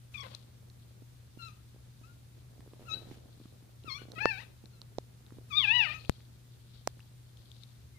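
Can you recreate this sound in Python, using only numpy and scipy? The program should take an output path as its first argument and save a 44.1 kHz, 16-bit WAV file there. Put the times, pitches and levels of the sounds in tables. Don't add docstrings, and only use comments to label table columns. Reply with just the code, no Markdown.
import sys
import numpy as np
from scipy import signal
from scipy.io import wavfile
from scipy.ndimage import uniform_filter1d

SR = 44100
rng = np.random.default_rng(int(sys.argv[2]) if len(sys.argv) > 2 else 0)


def makeup_ratio(level_db):
    decades = np.asarray(level_db, float) / 20
    return 10 ** decades


def dump_mix(stems):
    frames = np.atleast_2d(stems).T
    limited = np.clip(frames, -1, 1)
    pcm = np.round(limited * 32767).astype(np.int16)
    wavfile.write(sys.argv[1], SR, pcm)


N = 351918

# (time [s], pitch [Hz], effort [dB], mouth resonance [Hz], mouth opening [dB])
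SQUEAKS = [
    [(.14, 1395, -70, 2700, 13), (.15, 1190, -66, 2500, 22), (.17, 1214, -62, 3000, 30),
     (.183, 1103, -62, 3100, 16), (.2, 1139, -59, 3400, 18), (.222, 1116, -58, 3370, 13),
     (.238, 950, -60, 3600, 20)],
    [(.243, 540, -73, 900, 19), (.26, 510, -73, 650, 24), (.28, 495, -80, 600, 16)],
    [(1.392, 1410, -63.5, 2800, 13), (1.43, 1352, -51, 4050, 7), (1.47, 1335, -56, 3900, 4),
     (1.5, 1207, -63, 2500, -6), (1.53, 1242, -74, 2500, -6)],
    [(2.036, 1250, -62.5, 3960, -14), (2.08, 1411, -74, 1400, 5), (2.11, 1431, -82, 1400, 13),
     (2.135, 1405, -92, 1400, 12)],
    [(4.73, 1410, -78, 4200, 18), (4.8, 1296, -82, 3880, 16)],
    [(5.942, 1238, -57, 2490, 17), (5.965, 1277, -57, 2526, 10.5), (5.984, 1290, -64, 2580, 0),
     (5.992, 1290, -80, 2580, 0)],
]
YELPS = [
    [(2.855, 1303, -66, 3900, -6), (2.878, 1430, -62, 4200, 2), (2.888, 1310, -51.5, 3900, -8),
     (2.908, 1267, -50, 3850, 14), (2.925, 1303, -51.5, 3970, 26.5), (2.945, 1306, -58, 3940, 40)],
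    [(2.95, 1523, -60, 4570, 22), (2.965, 1540, -64, 4600, 4), (2.998, 1513, -87, 4540, 15)],
    [(3.852, 1388, -63, 4200, 0), (3.866, 1380, -61, 4200, -2), (3.885, 1245, -49, 3750, 8),
     (3.905, 1080, -50, 4300, 16.5), (3.93, 1066, -56, 4260, 27), (3.955, 1133, -51, 3440, 11),
     (3.982, 1185, -57, 2370, 10)],
    [(3.984, 1480, -60, 2950, 4), (4.01, 1480, -64, 2960, 4), (4.035, 1500, -74, 3000, 4)],
]
WHIMPER = [
    [(4.157, 650, -61, 2580, 7.4), (4.182, 631, -52.5, 2545, 11), (4.196, 741, -43, 2220, 2.9)],
    [(4.206, 808, -42, 2420, 9.5), (4.235, 873, -44, 2614, 8.5), (4.275, 885, -43, 2600, 9),
     (4.297, 886, -47, 2640, 20.5), (4.32, 791, -49, 2370, 11), (4.37, 748, -57.5, 2250, 8),
     (4.39, 866, -58.5, 2600, 18), (4.41, 1010, -60, 2000, 5), (4.433, 1344, -63, 2700, -1)],
]
SQUEAL = [
    [(5.506, 1284, -54, 2500, 4.6), (5.532, 1139, -45.5, 3380, 11.4), (5.582, 1240, -43.5, 3730, 29.3),
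     (5.605, 1123, -47, 3360, 31.4), (5.625, 1060, -47.5, 3170, 16), (5.645, 882, -51, 2660, 31),
     (5.665, 795, -48, 2600, 15)],
    [(5.666, 789, -52, 2600, 14.5), (5.688, 825, -46, 2490, 23), (5.715, 889, -44.5, 2730, 22.5),
     (5.74, 975, -41.5, 2950, 16), (5.762, 980, -40, 2950, 18.5), (5.79, 969, -41, 2980, 15.4),
     (5.815, 875, -42.5, 2690, 21), (5.845, 780, -47.5, 2380, 14), (5.865, 638, -51, 2620, 15)],
    [(5.866, 638, -50, 2550, 15), (5.88, 597, -53, 2372, 12), (5.915, 611.5, -53, 2450, 12),
     (5.928, 640, -55, 2560, 12), (5.94, 740, -58, 2900, 8)],
]
# (frequency [Hz], level [dB])
SHUT_MOUTH = [(620, -10), (850, -2.5), (1250, 0), (1800, 1), (2500, -3), (3500, -11), (4300, -11.5),
              (5300, -20)]
# (frequency [Hz], level [dB])
UPPER_PARTIALS = [(2500, -49), (3200, -58), (3700, -58), (4300, -56), (5600, -62), (6500, -68), (7300, -90)]
# (time [s], level [dB])
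TIGHTNESS = [(.15, -14), (.185, 4), (.22, 3), (.235, -12), (.25, -25), (1.3, 0), (2.9, 4), (3.885, -16),
             (3.91, 2), (3.98, 2), (4.18, -4), (4.23, 2), (4.3, 2), (4.37, -2), (4.42, -8), (5.55, -1),
             (5.78, 0), (5.87, 4), (5.94, 0)]
# (time [s], length [s], pulse rate [Hz], throat level [dB], chest level [dB])
CROAKS = [
    (0.138, 0.013, 1000, -51, -69),
    (.225, .07, 520, -64, -62),
    (.296, .075, 560, -65, -62),
    (3.985, .07, 1500, -69, -76),
    (4.37, .09, 898, -57, -66),
    (5.849, .14, 629, -57, -69),
]
# (frequency [Hz], width [Hz], level [dB])
THROAT = [(1296, 650, -9), (2600, 620, -0.5), (3820, 800, -1.5), (5510, 1700, -10.5)]
# (time [s], pitch [Hz], level [dB])
FAR_CRY = [
    (7.94, 2180, -77),
    (7.98, 2070, -64),
]
# (peak time [s], level [dB], rise [s], fall [s])
NOSE_AIR = [
    (6.0, -63.5, .04, .14),
]

# (time [s], peak level [dB], frequency [Hz], left over right [dB])
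TICKS = [(0.3491, -31, 4000, 32), (0.6998, -49.5, 4260, -6), (1.4234, -44.5, 3980, 21.0),
         (1.4496, -47, 3900, 23), (1.4844, -47, 3980, 5.5), (3.8372, -58, 2790, 14),
         (3.8375, -53, 4000, 14), (4.1185, -40, 4060, -7), (4.1186, -45, 5600, -7), (4.6573, -47, 4030, 16),
         (4.8165, -36, 4140, -7), (5.2644, -51.5, 3770, 8), (6.0492, -44, 2617, 23),
         (6.0574, -45, 3640, 16), (6.124, -51, 3800, 9), (6.8894, -57, 4830, 7), (7.0035, -50, 2760, 14),
         (7.3716, -51.5, 3420, 13), (7.5163, -44, 3550, 21), (7.5657, -53, 3600, 11),
         (7.635, -42.5, 3830, 22)]
TAPS = [(2.606, -51, 1000, -2.5), (2.735, -52, 700, -2), (3.986, -52, 2310, 12.0), (4.018, -52, 800, 0),
        (5.306, -51, 1080, -8), (6.205, -54, 1562, -1), (6.994, -50, 1460, 0), (4.1188, -52, 1600, -7),
        (4.8168, -52, 900, -7), (4.658, -55, 1400, 5), (4.152, -50, 3200, 16)]
CREAKS = [(1.021, -46.5, 238, -14), (1.373, -44, 252, -16), (1.745, -52, 320, -4), (1.762, -52.5, 400, -5),
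          (2.013, -50.5, 230, -10), (2.58, -53, 420, -1), (2.593, -48, 222, -14), (2.662, -51, 400, -3),
          (2.676, -46, 330, -3.0), (2.734, -47, 330, -6), (2.795, -48, 370, -4.0), (2.807, -50, 400, -4),
          (2.935, -51, 368.5, -7), (3.02, -50, 365, -6), (3.07, -47, 200, -6), (3.114, -40, 240, -11),
          (3.176, -50, 240, -5), (3.258, -49, 230, 0), (3.374, -51, 210, 1), (3.4, -46, 238, 4),
          (3.413, -48, 266, 3), (3.455, -44, 213, -4), (3.625, -52, 223, -3), (3.844, -47, 290, -12),
          (3.879, -45, 280, -9), (4.018, -43, 340, -9), (4.053, -48, 340, -10), (4.085, -44, 270, -12),
          (4.102, -48, 300, -12), (4.119, -50, 300, -12), (4.139, -49, 326.6, -14),
          (4.179, -43.5, 290, -10),
          (4.639, -47, 270, -12),
    (5.322, -43.5, 250, -8),
    (5.369, -48, 213, -11),
    (5.385, -42.5, 330, -11),
]
# (time [s], peak level [dB], frequency [Hz], swell [s], 60 dB decay [s])
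KNOCKS_LEFT = [
    (4.2569, -5.5, 1260, 0.0018, 0.0033),
    (4.2565, -16, 4600, .0006, .002),
    (4.9851, -28, 610, .004, 0.0047),
    (4.985, -30.5, 3900, .00148, 0.0031),
    (6.8744, -22.5, 7780, .001, 0.0016),
    (6.875, -21, 1050, .0029, 0.0056),
    (6.8745, -21, 6100, .0024, 0.0018),
]
KNOCKS_RIGHT = [
    (4.2567, -7.5, 473, 0.00104, 0.0093),
    (4.2565, -21, 2600, .001, .002),
    (4.9852, -17, 484, 0.0035, 0.0042),
    (4.9847, -27.5, 5300, .001, 0.0011),
    (4.9848, -32, 2100, 0.0008, 0.00094),
    (6.8745, -19.5, 2160, .001, 0.0017),
    (6.875, -13.5, 654, 0.0039, 0.0053),
    (6.8743, -15.5, 5400, 0.0011, .00068),
    (6.8744, -23, 13000, 0.0004, .0006),
]
# (time [s], level [dB], recovery [Hz], damping [0-1])
POP = [
    (6.0957, -8.0, 95.0, .62),
]
# (peak time [s], level [dB], rise [s], fall [s])
SLIDE = [
    (2.82, -57, 0.027, 0.07),
    (2.95, -53, .04, .15),
    (3.06, -59, .05, .05),
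    (3.12, -51, 0.064, 0.059),
]

# (peak time [s], level [dB], rise [s], fall [s])
RUSTLE = [(.245, -64, .03, .1), (.335, -60.5, 0.12, 0.1), (1.55, -76.5, 0.29, 0.2),
          (3.12, -69.5, 0.48, 0.14), (3.45, -71, 0.24, 0.23), (4.45, -79, 0.64, .15), (5.9, -76, 0.92, .1),
          (6.05, -64, 0.17, 0.23), (6.76, -68, .3, .25), (7.55, -66.5, .3, 0.29)]
HANDLING = [
    (.29, -71, .3, 1.0),
    (2.89, -61.5, 0.39, 0.97),
    (4.16, -60.5, 0.25, 0.47),
    (5.96, -65.5, 1.0, 0.29),
]

# (frequency [Hz], level per Hz [dB])
HISS = [(410, -32), (700, -4.5), (1200, -4.5), (1690, -2.5), (2560, -6.5), (3540, -6), (5640, -6.5),
        (15500, -9.5)]
RUMBLE = [(20, -12.5), (40, -12), (70, 2.5), (110, -1), (160, -7.5), (230, -11), (400, -23), (1000, -33)]
# (frequency [Hz], likeness [-1 to 1])
LIKENESS = [(60, 0.78), (180, 0.91), (550, -0.33), (1650, 0.14), (4970, 0.052), (15000, -0.27)]

MOUTH_BELOW_HZ, MOUTH_ABOVE_HZ, VOICE_FADE_S = 430, 700, .012
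NOSE_HZ, NOSE_WIDTH_HZ, NOSE_DB = 3450, 350, -18
HOARSE_UNTIL_S, HOARSE_FACTOR = .3, 2.4
UPPER_GROWTH, UPPER_FULL_DB = .7, -46
UPPER_LOSS_DB = -4.5
BREATH_DB = -27.5
CROAK_RISE, CROAK_FALL = .15, .34
NEST_T60_S, NEST_DB, NEST_RIGHT_DB = .35, -11, -14
SHADOW_HZ, SHADOW_DB, SHADOW_LAG_S = 1200, -4, .0002
SLIPS_PER_S, BRUSH_UNDER_DB = 72.0, -8.5
BOUT_SWING_DB, GRIP_REST_DB, FUR_REST_DB = 13, -73, -80.5
SWELL_DB, SWELL_FROM_DB, SWELL_KNEE_DB, SWELL_HOLD_S = 6, -66, 23, .052
HUM_FOLLOW = .82
HUM_HZ, HUM_DB, RUMBLE_DB = 119.7, -56.0, -59
HISS_DB, HISS_TOP_HZ, CUTOFF_HZ = -76, 15800, 16900


def rms_one(x):
    return x / np.sqrt(np.mean(x ** 2) + 1e-20)


def in_time(rows):
    s, *columns = np.transpose(rows)
    return [np.interp(np.arange(N) / SR, s, c) for c in columns]


def at_hz(points, hz):
    points = np.array(points)
    return np.interp(np.log(hz), np.log(points[:, 0]), points[:, 1])


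def band_pass(x, low_hz, high_hz):
    return signal.sosfilt(signal.butter(2, [low_hz, high_hz], "band", fs=SR, output="sos"), x)


def drift(rate_hz):
    r = np.exp(-64 * np.pi * rate_hz / SR)
    slow = signal.lfilter([1], [1, -2 * r, r * r], rng.standard_normal(N // 32 + 2002))[2000:]
    return np.interp(np.arange(N) / 32, np.arange(len(slow)), rms_one(slow))


def bouts(rows, rest_db):
    t = np.arange(N) / SR
    power = makeup_ratio(rest_db) ** 2
    for s, level_db, rise, fall in rows:
        away = np.where(t < s, (s - t) / rise, (t - s) / fall)
        power = power + makeup_ratio(level_db - BOUT_SWING_DB * away) ** 2
    return 10 * np.log10(power)


def sounding(tables, fade_s):
    t = np.arange(N) / SR
    on = sum((t >= rows[0][0]) * (t < rows[-1][0]) * 1. for rows in tables)
    return uniform_filter1d(np.minimum(on, 1), int(fade_s * SR))


def throat(x):
    out = 0
    for k, (hz, width, level_db) in enumerate(THROAT):
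        r = np.exp(-np.pi * width / SR)
        poles = [2, -4 * r * np.cos(2 * np.pi * hz / SR), 2 * r * r]
        peak = signal.lfilter([1 - r * r, 0, r * r - 1], poles, x)
        out = out + (-1) ** k * makeup_ratio(level_db) * peak
    return out


def cries():
    syllables = sorted(SQUEAKS + YELPS + WHIMPER + SQUEAL)
    pitch, effort_db, mouth_hz, open_db = in_time([row for rows in syllables for row in rows])
    tremble = np.where(np.arange(N) < HOARSE_UNTIL_S * SR, HOARSE_FACTOR, 1)
    pitch = uniform_filter1d(pitch, int(.0045 * SR)) * (1 + .005 * tremble * drift(60.36))
    phase = 2 * np.pi * np.cumsum(pitch) / SR
    nose_db = NOSE_DB * sounding(WHIMPER, VOICE_FADE_S)

    gains = []
    for hz in pitch * np.arange(1, 5)[:, None]:
        skirt = (hz - mouth_hz) / np.where(hz < mouth_hz, MOUTH_BELOW_HZ, MOUTH_ABOVE_HZ)
        mouth_db = open_db / (1 + skirt ** 2)
        dip_db = nose_db / (1 + ((hz - NOSE_HZ) / NOSE_WIDTH_HZ) ** 2)
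        gains.append(makeup_ratio(effort_db + at_hz(SHUT_MOUTH, hz) + mouth_db + dip_db))
    effort = np.sqrt(sum(g ** 2 for g in gains))
    lift = np.minimum(effort / makeup_ratio(UPPER_FULL_DB), 1) ** UPPER_GROWTH * makeup_ratio(in_time(TIGHTNESS)[0])
    for k in range(4):
        gains.append(lift * makeup_ratio(at_hz(UPPER_PARTIALS, (k + 5) * pitch) + k * UPPER_LOSS_DB))

    tone = 0
    for k, gain in enumerate(gains):
        flicker = makeup_ratio((1.5 + .5 * k) * tremble * drift(50))
        tone = tone + gain * flicker * np.sin((k + 1) * phase + k * k)
    puffs = rms_one(throat(rng.standard_normal(N) * (1 + np.cos(phase))))
    breath = effort * makeup_ratio(BREATH_DB) * tremble * puffs
    return (np.sqrt(2) * tone + breath) * sounding(syllables, VOICE_FADE_S)


def croaks():
    held = [(s + end * length, *rest) for s, length, *rest in CROAKS for end in (0, 1)]
    rate, throat_db, chest_db = in_time(held)
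    effort = 0
    for s, length, *_ in CROAKS:
        along = (np.arange(N) / SR - s) / length
        effort = effort + np.clip(np.minimum(along / CROAK_RISE, (1 - along) / CROAK_FALL), 0, 1)
    cycle = np.cumsum(rate * (1 + .09 * drift(120))) / SR
    pulses = np.diff(np.floor(cycle), prepend=0) * makeup_ratio(4.13 * rng.standard_normal(N))
    raw = rms_one(pulses - pulses.mean()) + .5 * rng.standard_normal(N)
    voice = makeup_ratio(throat_db) * rms_one(throat(throat(raw)))
    voice = voice + makeup_ratio(chest_db) * rms_one(band_pass(raw, 430, 1150))
    return voice * makeup_ratio(3.4 * drift(43)) * effort


def far_cry():
    hz, level_db = in_time(FAR_CRY)
    phase = 2 * np.pi * np.cumsum(hz) / SR
    started = np.arange(N) > FAR_CRY[0][0] * SR
    return makeup_ratio(level_db) * (np.sin(phase) + .15 * np.sin(3 * phase)) * started


def nest(x):
    t = np.arange(int(.35 * SR)) / SR
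    tails = rng.standard_normal((2, len(t))) * makeup_ratio(-60 * t / NEST_T60_S) * (t > .003)
    tails /= np.sqrt(np.sum(tails ** 2, axis=1, keepdims=True))
    wet = signal.fftconvolve(x[None], tails, axes=1)[:, :N] * makeup_ratio(np.array([[NEST_DB], [NEST_RIGHT_DB]]))
    late = np.roll(x, int(SHADOW_LAG_S * SR)) + wet[1]
    shaded = signal.lfilter(*signal.butter(3, SHADOW_HZ, fs=SR), late)
    return np.array([2.01 * x + 2 * wet[0], makeup_ratio(SHADOW_DB) * shaded])


def add(out, s, burst, pan_db):
    i = int(s * SR)
    sides = makeup_ratio(np.array([pan_db, -pan_db]) / 2)
    out[:, i:i + len(burst)] += np.outer(sides / sides.mean(), burst)[:, :N - i]


def small_contacts(table, cycles, rise_cycles, spray):
    out = np.zeros((2, N))
    noise = rng.standard_normal((len(table), 900))
    for (s, peak_db, hz, pan_db), grit in zip(table, noise):
        t = np.arange(900) * hz / SR
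        shape = (1 - np.exp(-t / rise_cycles)) ** 2 * makeup_ratio(-60 * t / cycles)
        grit = signal.lfilter(*signal.butter(1, [hz, 1.48 * hz], "band", fs=SR), grit)
        burst = shape * (np.sin(2 * np.pi * t) + spray * rms_one(grit))
        add(out, s, makeup_ratio(peak_db) * burst / np.abs(burst).max(), pan_db)
    return out


def knocks():
    out = np.zeros((2, N))
    before = 300
    t = np.arange(-before, 900) / SR
    for side, table in enumerate([KNOCKS_LEFT, KNOCKS_RIGHT]):
        for s, peak_db, hz, swell, t60 in table:
            shape = makeup_ratio(-60 * np.where(t < 0, -t / swell, t / t60))
            shape = uniform_filter1d(shape, int(.25 * SR / hz) + 1)
            shape /= shape.max()
            i = int(s * SR) - before
            out[side, i:i + len(t)] += makeup_ratio(peak_db) * shape * np.cos(2 * np.pi * hz * t)
    for s, step_db, hz, damping in POP:
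        vent = signal.bilinear([1, 0, 0], [1, 4 * np.pi * damping * hz, (2 * np.pi * hz) ** 2], SR)
        step = uniform_filter1d(makeup_ratio(step_db) * (np.arange(N) >= s * SR), size=2)
        out[0] += signal.lfilter(*vent, step)
    return out


def ring(x, hz, t60):
    r, w = makeup_ratio(-60 / (t60 * SR)), 2 * np.pi * hz / SR
    return signal.lfilter([0, np.sin(w)], [1, -2 * r * np.cos(w), r * r], x + 1e-18)


def rubbing(level_db, low_hz, high_hz, per_s, pan_db):
    struck = rng.random((2, N)) < per_s / SR
    grains = struck * rng.standard_normal((2, N)) * makeup_ratio(2.4 * drift(25))
    band = band_pass(grains, low_hz, high_hz)
    return makeup_ratio(level_db) * rms_one(band) * makeup_ratio(np.array([[pan_db], [-pan_db]]))


def slide():
    slip_db = bouts(SLIDE, -120)
    beat = np.cumsum(SLIPS_PER_S * (1 + .3 * drift(20))) / SR
    slips = np.diff(np.floor(beat), prepend=0) * makeup_ratio(2.8 * rng.standard_normal(N))
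    thuds = rms_one(ring(slips, 330, .009) + .54 * ring(slips, 550, .0056))
    thuds = thuds * makeup_ratio(np.array([[-5.0], [3.0]]))
    brush = rubbing(slip_db + BRUSH_UNDER_DB - 3.0, 500, 4000, per_s=6000.0, pan_db=.5)
    return makeup_ratio(slip_db - 2.5) * thuds + brush


def rustle():
    fur = rubbing(bouts(RUSTLE, FUR_REST_DB), 3200, 4680, per_s=3000., pan_db=5.0)
    air = rubbing(bouts(NOSE_AIR, -120), 4100, 4500, per_s=9000., pan_db=6.0)
    return fur + air


def grip():
    return rubbing(bouts(HANDLING, GRIP_REST_DB) + .5, 170.8, 590, per_s=350., pan_db=-1.5)


def suppression(x):
    power = uniform_filter1d(np.mean(x ** 2, axis=0), int(SWELL_HOLD_S * SR))
    above_db = 10 * np.log10(np.abs(power) + 1e-12) - SWELL_FROM_DB
    return SWELL_DB * np.tanh(np.maximum(above_db, 0) / SWELL_KNEE_DB)


def banded_noise(spectrum, low_hz, high_hz, count, patchy_db):
    out, edges = 0, np.geomspace(low_hz, high_hz, count + 1)
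    white = rng.standard_normal((2, 2, N))
    for k, (low, high) in enumerate(zip(edges, edges[1:])):
        mid, side = band_pass(white[k % 2], low, high)
        hz = np.sqrt(low * high)
        alike = np.clip(at_hz(LIKENESS, hz), -.95, .95)
        gain = makeup_ratio(at_hz(spectrum, hz)) * (1 + patchy_db / 9 * drift(7.9))
        out = out + gain * (np.sqrt(1 + alike) * mid + np.sqrt(1 - alike) * side * [[1], [-1]])
    return rms_one(out)


def room_tone(swell_db):
    phase = 2 * np.pi * np.cumsum(HUM_HZ * (1 + .012 * drift(6))) / SR
    hum = np.array([makeup_ratio(1.5) * np.sin(phase + .29), makeup_ratio(-1.45) * np.sin(phase)]) * np.sqrt(2)
    hum = hum * makeup_ratio(HUM_DB + 1.0 * drift(6.76))
    rumble = makeup_ratio(RUMBLE_DB) * banded_noise(RUMBLE, 22.9, 1000.0, count=8, patchy_db=.9)
    return makeup_ratio(HUM_FOLLOW * swell_db) * (hum + rumble)


def hiss(swell_db):
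    noise = makeup_ratio(HISS_DB + 9.0 + swell_db) * banded_noise(HISS, 690.0, 18100.0, count=7, patchy_db=.5)
    return signal.sosfilt(signal.cheby2(16, 50, HISS_TOP_HZ, fs=SR, output="sos"), noise)


def scene():
    near = nest(cries() + croaks() + far_cry()) + slide()
    swell_db = suppression(near)
    ticks = makeup_ratio(1.5) * small_contacts(TICKS, cycles=16.0, rise_cycles=1.7, spray=.3)
    taps = makeup_ratio(2.5) * small_contacts(TAPS, cycles=4.03, rise_cycles=.22, spray=.82)
    creaks = makeup_ratio(2.5) * small_contacts(CREAKS, cycles=2.5, rise_cycles=.29, spray=.18)
    handling = ticks + taps + creaks + knocks() + rustle() + grip()
    return near + handling + room_tone(swell_db - .5) + hiss(swell_db)


def low_pass(x):
    return signal.sosfilt(signal.butter(12, 16650, fs=SR, output="sos"), x)


def record(dry):
    finished = signal.sosfilt(signal.cheby2(12, 60, CUTOFF_HZ, fs=SR, output="sos"), dry)
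    return low_pass(finished)


dry = scene()
out = record(dry)
dump_mix(out)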